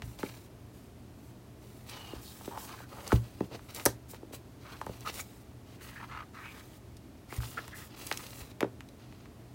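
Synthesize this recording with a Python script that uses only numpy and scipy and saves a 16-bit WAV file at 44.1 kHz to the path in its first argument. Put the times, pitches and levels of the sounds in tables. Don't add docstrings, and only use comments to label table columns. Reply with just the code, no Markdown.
import sys
import numpy as np
from scipy import signal
from scipy.fft import rfft, irfft, next_fast_len
from scipy.io import wavfile
from scipy.ndimage import map_coordinates

SR = 44100
rng = np.random.default_rng(int(sys.argv[2]) if len(sys.argv) > 2 else 0)


def output_pcm(signal):
    pcm = np.clip(np.atleast_2d(signal).T, -1, 1) * 32767
    wavfile.write(sys.argv[1], SR, np.round(pcm).astype(np.int16))


N = 420713


def undb(db):
    return 10 ** (np.asarray(db) / 20)


def unit(x):
    return x / np.sqrt(np.mean(x ** 2) + 1e-18)


def band_unit(x, lo_hz, hi_hz):
    band = signal.butter(4, [lo_hz, hi_hz], "band", fs=SR, output="sos")
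    return x / np.std(signal.sosfilt(band, x))


def clock(seconds):
    return np.arange(max(int(seconds * SR), 16)) / SR


def add(out, start, x):
    i = int(np.clip(start * SR, 0, N - 1))
    out[i:i + len(x)] += x[:N - i]


def resonate(x, hz, width_hz):
    w = 2 * np.pi * min(hz, .45 * SR) / SR
    a = np.sin(w) * width_hz / hz / 2
    return signal.lfilter([a, 0, -a], [1 + a, -2 * np.cos(w), 1 - a], x)


def colour(x, points):
    size = next_fast_len(N)
    hz, db = np.transpose(points)
    f = np.maximum(np.fft.rfftfreq(size, 1 / SR), 1)
    gain = undb(np.interp(np.log(f), np.log(hz), db))
    return irfft(rfft(x, size) * gain, size)[:N]


def wander(rate):
    steps = rng.standard_normal(N // 10)
    return np.interp(np.arange(N) / SR * rate, np.arange(len(steps)), steps)


def room_tone(hum_hz=120.6, hum_db=-57, hum_waver=0.72):
    # frequency in Hz, density in dB per Hz.
    air_curve = [(15, -110), (35, -85), (55, -75), (90, -72.5), (140, -80.5), (270, -78), (400, -83.5),
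                 (500, -90.5), (640, -88), (800, -93), (1500, -100), (3000, -104), (7000, -109),
                 (15000, -112)]
    air = colour(rng.standard_normal(N) * np.sqrt(SR / 2), air_curve)
    waver = 1 + hum_waver * (wander(28) + 1j * wander(33))
    hum = np.real(waver * np.exp(2j * np.pi * hum_hz * np.arange(N) / SR))
    return air + undb(hum_db) * unit(hum)


def room_reverb(x, split_hz=1500, build_s=0.0016):
    t = clock(.5)
    noise = rng.standard_normal(len(t)) * (1 - np.exp(-(t / build_s) ** 2))
    tail = 0
    for side, db, t60_s in ("low", -10.5, 0.18), ("high", -13, 0.16):
        band = signal.sosfilt(signal.butter(1, split_hz, side, fs=SR, output="sos"), noise)
        fade = np.exp(-np.log(1000) * t / t60_s)
        tail = tail + undb(db) * band * fade / np.linalg.norm(fade)
    return signal.fftconvolve(x, tail)[:N]


def table_ring(hits, ring_db=-50.5):
    # frequency in Hz, relative level in dB, time to fall 60 dB in seconds.
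    modes = [(65.4, 2, 0.19), (116.1, 6, 0.28), (186, -17, 0.35), (272, -0.5, 0.057), (325, -12, 0.058),
             (398, 3, 0.053), (496, -13, 0.26), (620, -31, .1), (872, 1, 0.045), (940, -16, 0.07),
             (1200, -4, 0.045), (1570, -6, 0.14)]
    t = clock(0.38)
    ring = sum(undb(db) * np.cos(2 * np.pi * hz * t) * np.exp(-np.log(1000) * t / t60_s)
               for hz, db, t60_s in modes)
    return undb(ring_db) * signal.fftconvolve(hits, ring)[:N]


def paper_ring(x):
    # centre in Hz, width in Hz, gain in dB.
    sheet_modes = [(3895, 250, -10.5), (6250, 110, -30.5), (7550, 140, -12.5), (7870, 130, -11),
                   (13000, 93, 2), (13500, 180, -12)]
    return sum(undb(db) * resonate(x, hz, width_hz) for hz, width_hz, db in sheet_modes)


def hand_reflections(x, gaps_ms=(.55, 1.3, 2.9), drift=0.13, bounce=.2):
    lags = (gap * SR / 1000 * (1 + drift * wander(4)) for gap in gaps_ms)
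    echoes = sum(map_coordinates(x, [np.arange(N) - lag], order=3) for lag in lags)
    return (x - bounce * echoes) / np.sqrt(1 + len(gaps_ms) * bounce ** 2)


def friction(rate, patchy_db):
    slips = (rng.random(N) < rate / SR) * rng.standard_normal(N)
    return unit(slips * undb(patchy_db * wander(120)))


def slides(attack_s=0.027, release_s=0.012, scrape_trim_db=-1, hiss_trim_db=-0.5, grip_db=1):
    # start and length in seconds, scrape level (2.3-6 kHz)
    # and hiss level (7-15.5 kHz) in dB before the trims, swell from start to end in dB.
    moves = [(0.023, 0.14, -65, -62, -10), (0.173, 0.29, -60, -60.5, -13), (.72, 0.15, -74, -69.5, -10),
             (1.142, 0.16, -78, -73, 7), (1.602, 0.31, -69, -67.5, -1), (1.862, 0.34, -55, -61, -5),
             (2.204, 0.209, -62, -56.5, -2), (2.414, 0.17, -58.5, -58.5, -8),
             (2.57, 0.084, -58.5, -53.5, 2), (2.655, .18, -58, -60, -5.5), (2.86, .3, -56.5, -58.5, 16.5),
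             (3.147, 0.32, -66.5, -67.5, -1), (3.496, 0.058, -55, -64.5, 6), (3.55, 0.18, -71, -68, 7),
             (3.682, 0.024, -55.5, -63, 0), (3.736, 0.11, -53.5, -51, -10), (4.077, 0.036, -63, -51.5, 6),
             (4.122, 0.035, -57.5, -65, -1), (4.322, 0.027, -47, -46.5, -5), (4.586, 0.15, -62.5, -68, 12),
             (4.74, 0.37, -62, -64.5, 6), (5.045, 0.046, -51.5, -58, 11), (5.117, 0.091, -52, -48, 1.5),
             (5.189, 0.23, -70.5, -65.5, -3), (5.657, 0.1, -63, -71, 1), (5.798, 0.11, -59.5, -57.5, -3),
             (5.92, 0.35, -67, -72, -17), (6.322, 0.26, -65, -65, 4), (6.57, 0.2, -67, -65.5, 2),
             (7.275, 0.1, -56.5, -57, 10), (7.397, 0.15, -55, -53.5, -6), (7.546, 0.19, -57.5, -63.5, -12),
             (7.742, 0.13, -58.5, -54, -11), (7.883, 0.064, -61, -72, 6), (7.955, 0.28, -54.5, -54.5, 0),
             (8.227, 0.18, -57.5, -57, 2), (8.383, 0.13, -59, -63, -11), (8.974, 0.29, -68, -89, -5)]
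    # frequency in Hz, relative level in dB.
    scrape_curve = [(150, 7.5), (400, 9.5), (900, 9), (1800, 8), (3000, 6.5), (4500, 5), (6500, -1.5),
                    (10000, -34), (16000, -34)]
    # frequency in Hz, relative level in dB.
    hiss_curve = [(2000, -24), (4500, -2), (7000, 2), (9000, 2.5), (11500, 0.5), (14000, 1), (16000, 4)]
    scrape_gain, hiss_gain = np.zeros(N), np.zeros(N)
    for start, length, scrape_db, hiss_db, swell_db in moves:
        t = clock(length + 10 * release_s)
        attack = np.minimum(t / attack_s, 1)
        swell = undb(swell_db * (np.minimum(t / length, 1) - .5))
        release = np.exp(-np.maximum(t - length, 0) / release_s)
        motion = attack * swell * release
        add(scrape_gain, start, undb(scrape_db + scrape_trim_db) * motion)
        add(hiss_gain, start, undb(hiss_db + hiss_trim_db) * motion)
    crackle = undb(-14) * friction(rate=120, patchy_db=5)
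    scrape = colour(friction(rate=9000, patchy_db=3.5) + crackle, scrape_curve)
    hiss = colour(friction(rate=25000, patchy_db=1.2) + crackle, hiss_curve)
    grip = undb(grip_db * wander(30))
    return grip * (scrape_gain * band_unit(scrape, 2300, 6000) + hiss_gain * band_unit(hiss, 7000, 15500))


def strokes(fade_share=0.46, widen=1.15, sag_octaves_per_s=0.399):
    # start and length in seconds, level in dB,
    # resonance in Hz, its width in Hz before widening.
    rubs = [(0.24, 0.039, -55, 2270, 900), (1.883, .28, -58.5, 2930, 170), (1.909, 0.35, -60, 890, 990),
            (2.237, 0.097, -57, 4150, 1700), (2.501, 0.089, -48.5, 830, 447),
            (2.603, 0.076, -56.5, 900, 700), (2.675, 0.084, -51.5, 1140, 610),
            (2.748, .125, -57, 1470, 400), (2.886, 0.25, -52.5, 590, 900), (3.098, 0.037, -46, 1390, 450),
            (3.504, .064, -46.5, 404, 450), (3.755, 0.071, -49.5, 724, 900), (3.853, 0.026, -31, 770, 403),
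            (4.628, 0.16, -54.5, 1230, 1000), (5.046, .044, -41, 1270, 382),
            (5.071, 0.032, -49, 2440, 1100), (5.191, 0.013, -42, 1560, 1300),
            (5.196, 0.023, -46.5, 7000, 1500), (5.769, 0.2, -57.5, 1690, 1400),
            (5.941, 0.092, -49.5, 1690, 600), (5.979, 0.089, -49.5, 1210, 890),
            (6.08, 0.146, -46.5, 1360, 980), (6.216, 0.026, -49.5, 1200, 704),
            (6.328, 0.16, -50, 1410, 735), (6.415, 0.13, -53.5, 2530, 500), (6.46, 0.18, -58, 1350, 1100),
            (7.288, 0.11, -56, 2130, 400), (7.57, 0.026, -36.5, 1500, 387), (7.571, 0.029, -46.5, 735, 600),
            (7.715, 0.057, -51, 1730, 450), (7.759, 0.1, -56, 1810, 1200), (8.113, 0.033, -47, 1720, 1400),
            (8.189, 0.024, -51, 1260, 1200)]
    out, slips = np.zeros(N), friction(rate=3500, patchy_db=2.5)
    for start, length, db, hz, width_hz in rubs:
        t = clock(length)
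        grains = slips[int(start * SR):][:len(t)]
        ring = resonate(resonate(grains, hz, widen * width_hz), hz, widen * width_hz)
        speed = 2 ** (sag_octaves_per_s * (length / 2 - t))
        sagging = map_coordinates(ring, [np.cumsum(speed)], order=3)
        fades = signal.windows.tukey(len(sagging), fade_share)
        add(out, start, undb(db) * unit(sagging * fades))
    return out


def ticks(crest_db=6):
    # start in seconds, nominal peak in dB (crest_db above the opening rms),
    # centre in Hz, decay in ms.
    cracks = [(.0224, -46, 3000, 5.9), (0.1894, -40.5, 3370, 4.3), (1.895, -33.5, 3500, 5.3),
              (3.077, -26, 5300, 2.3), (3.1263, -31.5, 6860, 3.3), (3.406, -45, 3500, 1.5),
              (3.7474, -28.5, 9000, 2.9), (3.7615, -31, 5000, 3.2), (3.803, -42, 3000, 3.5),
              (3.8541, -10, 12300, 2.9), (3.858, -21, 13400, 1.6), (3.8603, -12, 6500, 4.1),
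              (3.868, -36, 4900, 26), (4.816, -41, 5000, 2.5), (4.8636, -40.5, 8000, 2),
              (5.0078, -35, 9000, 1.4), (6.596, -46.5, 4000, 8.6), (6.968, -44, 5150, 4),
              (7.3647, -34.5, 9000, 2.4), (7.6792, -37, 7000, 2.5), (8.068, -22, 9900, 0.51),
              (8.0714, -23.5, 8540, 1.1), (8.1134, -34, 6000, 1.5), (8.125, -21, 3880, 1.6),
              (8.174, -22.5, 5270, 1.6), (8.266, -36, 4000, 3), (8.3064, -41, 5000, 2.2),
              (8.6076, -26.5, 7500, 1), (8.807, -47, 7220, 2), (8.8878, -43, 3870, 2.6)]
    out, t = np.zeros(N), clock(.1)
    for start, db, hz, decay_ms in cracks:
        burst = unit(resonate(rng.standard_normal(len(t)), hz, width_hz=hz))
        fade = np.exp(-1000 * t / decay_ms)
        add(out, start, undb(db - crest_db) * burst * fade)
    return out


def thuds(lead_s=.02, echo_s=0.0154, echo_db=-15):
    # time in seconds, peak in dB, pitch in Hz.
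    landings = [(0.041, -40.5, 90), (0.078, -39, 90), (2.165, -45, 59.5), (3.143, -19, 84),
                (3.872, -37.5, 104), (4.898, -38.5, 122), (7.388, -30.5, 71), (8.421, -46, 64)]
    out = np.zeros(N)
    for time, db, hz in landings:
        phase = 2 * np.pi * hz * (clock(2 * lead_s) - lead_s)
        swing = -undb(db) * phase * np.exp((1 - phase ** 2) / 2)
        add(out, time - lead_s, swing)
        add(out, time - lead_s + echo_s, undb(echo_db) * swing)
    return out


def bending_wave(db, hz, octaves, delay_ms, noise, damping=0.76, scatter_db=-7, scatter_s=0.0077):
    size = len(noise)
    f, t = np.fft.rfftfreq(size, 1 / SR), np.arange(size) / SR
    lo, hi = 1j * f / hz * 2 ** (octaves / 2), 1j * f / hz / 2 ** (octaves / 2)
    push = lo ** 2 / (1 + damping * lo + lo ** 2) / (1 + damping * hi + hi ** 2)
    slowest_hz, shear_hz = 170, 2800
    slowness = np.sqrt(1000 / np.clip(f, slowest_hz, shear_hz)) - np.sqrt(1000 / shear_hz)
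    phase = 2 * np.pi * np.cumsum(slowness * delay_ms / 1000) * f[1]
    wave = push * np.exp(-1j * phase)
    edges = noise * np.exp(-t / scatter_s)
    scatter = 1 + undb(scatter_db) * rfft(edges) / np.linalg.norm(edges) * f / (f + 350)
    return undb(db) * irfft(wave * scatter)[:size // 2] / np.abs(irfft(wave)).max()


def light_knocks(delay_ms=3.26):
    # start in seconds, peak in dB before scatter, pitch in Hz, breadth in octaves.
    taps = [(0.021, -30.5, 1050, 2.95), (0.193, -41.5, 470, 0.91), (2.132, -35, 360, .2),
            (2.41, -41, 780, 0.37), (2.477, -30.5, 338, 1.2), (2.5751, -29, 860, .1),
            (2.803, -38.5, 746, 0.76), (3.1196, -18, 1080, .1), (3.593, -43, 1060, .8),
            (3.798, -28.5, 1500, 2), (4.134, -39, 510, 0.87), (4.146, -43, 1020, 1.7),
            (4.23, -38.5, 370, .1), (4.308, -42, 320, .1), (4.334, -37, 418, 0.94), (4.814, -27, 950, 0.36),
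            (4.866, -30.5, 397, 2.2), (4.8935, -34.5, 470, .5), (7.325, -32.5, 616, 2.3),
            (7.404, -38.5, 1270, 0.42), (7.4324, -35.5, 1150, 0.43), (7.680, -39, 490, 3.3),
            (8.1143, -20, 970, 2.1), (8.6066, -22.5, 1000, 2.6), (8.615, -29, 510, .2),
            (8.644, -26.5, 530, .2), (8.8068, -37.5, 1460, 1.56), (9.125, -47, 1400, 1.5),
            (9.257, -47, 1500, 1.2)]
    out = np.zeros(N)
    for start, db, hz, octaves in taps:
        add(out, start, bending_wave(db, hz, octaves, delay_ms, rng.standard_normal(4096)))
    return out


def book_blows(clack_hz=1190, clack_octaves=0.85, thump_octaves=0.89):
    # start in seconds, clack and thump peaks in dB before scatter,
    # thump pitch in Hz, thump lag in ms, bending-wave travel time at 1 kHz in ms.
    blows = [(0.2312, -27.5, -26.5, 272, 2.7, 2.36), (3.1245, -25, -18, 266, 0.65, 3.8),
             (3.4062, -36, -20, 263, 1.5, 2.3), (3.8612, -13.5, -18.5, 330, 1.05, 1.43),
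             (8.6283, -24, -18, 314, 0.31, 2.6)]
    out = np.zeros(N)
    for start, clack_db, thump_db, thump_hz, lag_ms, delay_ms in blows:
        spot = rng.standard_normal(4096)
        add(out, start, bending_wave(clack_db, clack_hz, clack_octaves, delay_ms, spot))
        add(out, start + lag_ms / 1000, bending_wave(thump_db, thump_hz, thump_octaves, delay_ms, spot))
    return out


def scene():
    knocks = light_knocks() + book_blows()
    landings = thuds()
    surface = ticks() + hand_reflections(strokes() + slides())
    close = knocks + surface + paper_ring(surface) + table_ring(knocks + landings)
    return (close + landings + room_reverb(close) + room_tone())[None]


def record(dry, rumble_hz=30, top_hz=15900):
    low_cut = signal.butter(2, rumble_hz, "high", fs=SR, output="sos")
    high_cut = signal.ellip(10, .2, 70, top_hz, fs=SR, output="sos")
    return signal.sosfilt(high_cut, signal.sosfilt(low_cut, dry))


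dry = scene()
out = record(dry)
output_pcm(out)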